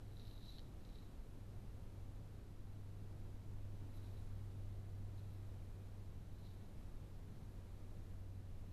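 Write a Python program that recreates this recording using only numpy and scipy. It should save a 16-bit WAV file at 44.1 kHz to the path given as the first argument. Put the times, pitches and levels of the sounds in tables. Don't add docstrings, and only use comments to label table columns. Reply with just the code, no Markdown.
import sys
import numpy as np
from scipy import signal
from scipy.fft import rfft, irfft
from scipy.io import wavfile
from scipy.ndimage import uniform_filter1d

SR = 44100
rng = np.random.default_rng(int(sys.argv[2]) if len(sys.argv) > 2 else 0)


def transcribe(u):
    v = np.clip(np.atleast_2d(u).T, -1, 1)
    q = np.round(v * 32767).astype(np.int16)
    wavfile.write(sys.argv[1], SR, q)


N = 384552
TIME = np.arange(N) / SR

# peak time in seconds, half-length in seconds, coarse level in dB, fine level in dB.
BODY_SHUFFLES = [(.28, 0.11, -75, -82.5), (.5, .062, -67.5, -82), (.96, 0.076, -77.5, -90.5),
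                 (4.1, 0.093, -86, -87.5), (5.28, .07, -88, -92.5), (6.46, 0.08, -79, -87.5)]
# start in seconds, length in seconds, coarse level in dB, fine level in dB.
COAT_STROKES = [(0.184, 0.085, -74, -90.5), (3.937, 0.049, -81, -80), (4.028, 0.049, -77, -94),
                (4.17, 0.045, -80, -90), (5.17, .032, -77, -83.5), (5.33, .02, -86, -83.5),
                (6.45, 0.027, -74.5, -92.5), (6.61, .015, -83, -94.5)]
def rustle(edge_s=.005):
    coarse_gain, fine_gain = undb(-102), undb(-104.5)
    for peak_s, half_length, coarse_db, fine_db in BODY_SHUFFLES:
        effort = swell(peak_s, half_length)
        coarse_gain = np.hypot(coarse_gain, effort * undb(coarse_db))
        fine_gain = np.hypot(fine_gain, effort * undb(fine_db))
    for start, length, coarse_db, fine_db in COAT_STROKES:
        inside_s = np.minimum(TIME - start, start + length - TIME)
        contact = np.clip(inside_s / edge_s + .5, 0, 1)
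        coarse_gain = np.hypot(coarse_gain, contact * undb(coarse_db))
        fine_gain = np.hypot(fine_gain, contact * undb(fine_db))
    coarse = unit(box_echo(port_body(crackle(per_second=2200, spread_db=4))))
    fine = unit(box_echo(port_sizzle(crackle(per_second=1400, spread_db=2))))
    return coarse * coarse_gain + fine * fine_gain


def swell(peak_s, half_length, settle_ratio=1.1):
    away = (TIME - peak_s) / (half_length * np.where(TIME < peak_s, 1, settle_ratio))
    return 1 / np.cosh(np.clip(away, -20, 20))


def crackle(per_second, spread_db):
    size = undb(spread_db * np.minimum(rng.exponential(size=N), np.pi))
    return (rng.random(N) < per_second / SR) * size * rng.choice([-1, 1], N)


# mode frequency in Hz, width in Hz, relative gain in dB.
WALL_MODES = [(1900, 220, 4), (3180, 160, -11), (3280, 110, 9), (4300, 170, -3)]
# start in seconds, level in dB over 5 ms before the echo.
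STALK_SNAPS = [(.1682, -66), (0.196, -65.5), (.2525, -68), (0.2704, -65), (.279, -67), (.3114, -67),
               (.3374, -70), (.377, -67.5), (.583, -59), (.5915, -64), (0.849, -69), (0.89, -72),
               (0.956, -68), (.9845, -70)]
def snaps(burst_s=.00096, hard_snap_db=-60):
    out = np.zeros(N)
    t = TIME[:1024]
    level_window = int(.005 * SR)
    lowpass = signal.butter(3, 5000, fs=SR)
    for start_s, db in STALK_SNAPS:
        splinters = rng.standard_normal(len(t)) * t * np.exp(-t / burst_s)
        knock_db = -2 + 1.3 * (db - hard_snap_db)
        body = port_body(splinters) + undb(knock_db) * ring(splinters, WALL_MODES)
        click = signal.lfilter(*lowpass, body) + undb(-24) * port_sizzle(splinters)
        click_rms = np.sqrt(np.sum(click ** 2) / level_window)
        start = int(start_s * SR)
        out[start:start + len(t)] += undb(db) * click / click_rms
    return box_echo(out)


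def squeak(peak_s=.495, peak_db=-62, pitch_hz=3930, rise_db_per_s=480, fall_db_per_s=800):
    since_peak = TIME - peak_s
    db = peak_db + np.minimum(rise_db_per_s * since_peak, -fall_db_per_s * since_peak)
    hz = pitch_hz * (1 + .0047 * wander(250))
    phase = 2 * np.pi * np.cumsum(hz) / SR
    grip_db = 1.5 * wander(300)
    return undb(db + grip_db) * unit(np.sin(phase))


def box_echo(x, delay_s=.0079, echo_db=-10):
    lag = int(delay_s * SR)
    return x + undb(echo_db) * np.pad(x, (lag, 0))[:N]


# centre in Hz, width in Hz, relative gain in dB.
PORT_LOW_MODES = [(3940, 270, 15), (3430, 520, -19), (4100, 400, -21), (5000, 1800, -32)]
def port_body(x):
    return ring(x, PORT_LOW_MODES)


# centre in Hz, width in Hz, gain per pass in dB.
PORT_HIGH_MODES = [(11660, 1600, 1), (10600, 1500, -10.5)]
def port_sizzle(x):
    return ring(ring(x, PORT_HIGH_MODES), PORT_HIGH_MODES)


# time in seconds, level in dB.
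ENGINE_LEVELS = [(0.3, -58), (.8, -69), (1.2, -66.5), (1.55, -56.5), (2.1, -55.5), (2.45, -58),
                 (2.95, -52.5), (4, -53.5), (4.8, -50.5), (6.1, -54.5), (6.6, -59), (7.4, -59),
                 (8.25, -53.7), (8.7, -56.5)]
def far_engine(start_hz=101.6, sag_hz_per_s=.78, octave_db=-27):
    firing_hz = start_hz - sag_hz_per_s * TIME
    phase = 2 * np.pi * np.cumsum(firing_hz) / SR
    tone = unit(np.sin(phase) + undb(octave_db) * np.sin(2 * phase))
    db = np.interp(TIME, *np.transpose(ENGINE_LEVELS))
    return undb(db + .64 * wander(5.4)) * tone


# frequency in Hz, relative level in dB.
AIR_SPECTRUM = [(12, 1), (18, 8), (24, 2.5), (52, -2.5), (75, -5.5), (120, -8.5), (200, -14), (320, -18.5),
                (500, -24), (1000, -32.5), (2000, -39.5), (3000, -42), (5000, -46), (8000, -48.5),
                (13500, -49.5)]
def night_air(air_db=-51.5, port_db=-88.5):
    air = coloured_noise(AIR_SPECTRUM) * undb(air_db + .53 * wander(3.3))
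    port = unit(ring(rng.standard_normal(N), [(3930, 500, -1), (12060, 1100, -13.5)]))
    return air + undb(port_db) * port


def coloured_noise(spectrum):
    hz, db = np.transpose(spectrum)
    bin_hz = np.maximum(np.fft.rfftfreq(N, 1 / SR), 1)
    eq = undb(np.interp(np.log(bin_hz), np.log(hz), db))
    return unit(irfft(rfft(rng.standard_normal(N)) * eq, N))


def ring(x, modes):
    return sum(undb(db) * signal.lfilter(*signal.iirpeak(hz, hz / width, fs=SR), x)
               for hz, width, db in modes)


def wander(rate_hz):
    hold = max(int(SR / rate_hz), 1)
    steps = np.repeat(rng.standard_normal(N // hold + 1), hold)
    return unit(uniform_filter1d(uniform_filter1d(steps, hold), hold)[:N])


def undb(db):
    return 10 ** (np.asarray(db) / 20)


def unit(x):
    return x / np.sqrt(np.mean(x ** 2))


def scene():
    return (rustle() + snaps() + squeak() + far_engine() + night_air())[None]


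def record(dry):
    return signal.sosfilt(signal.ellip(10, .1, 70, 13700, fs=SR, output="sos"), dry)


dry = scene()
out = record(dry)
transcribe(out)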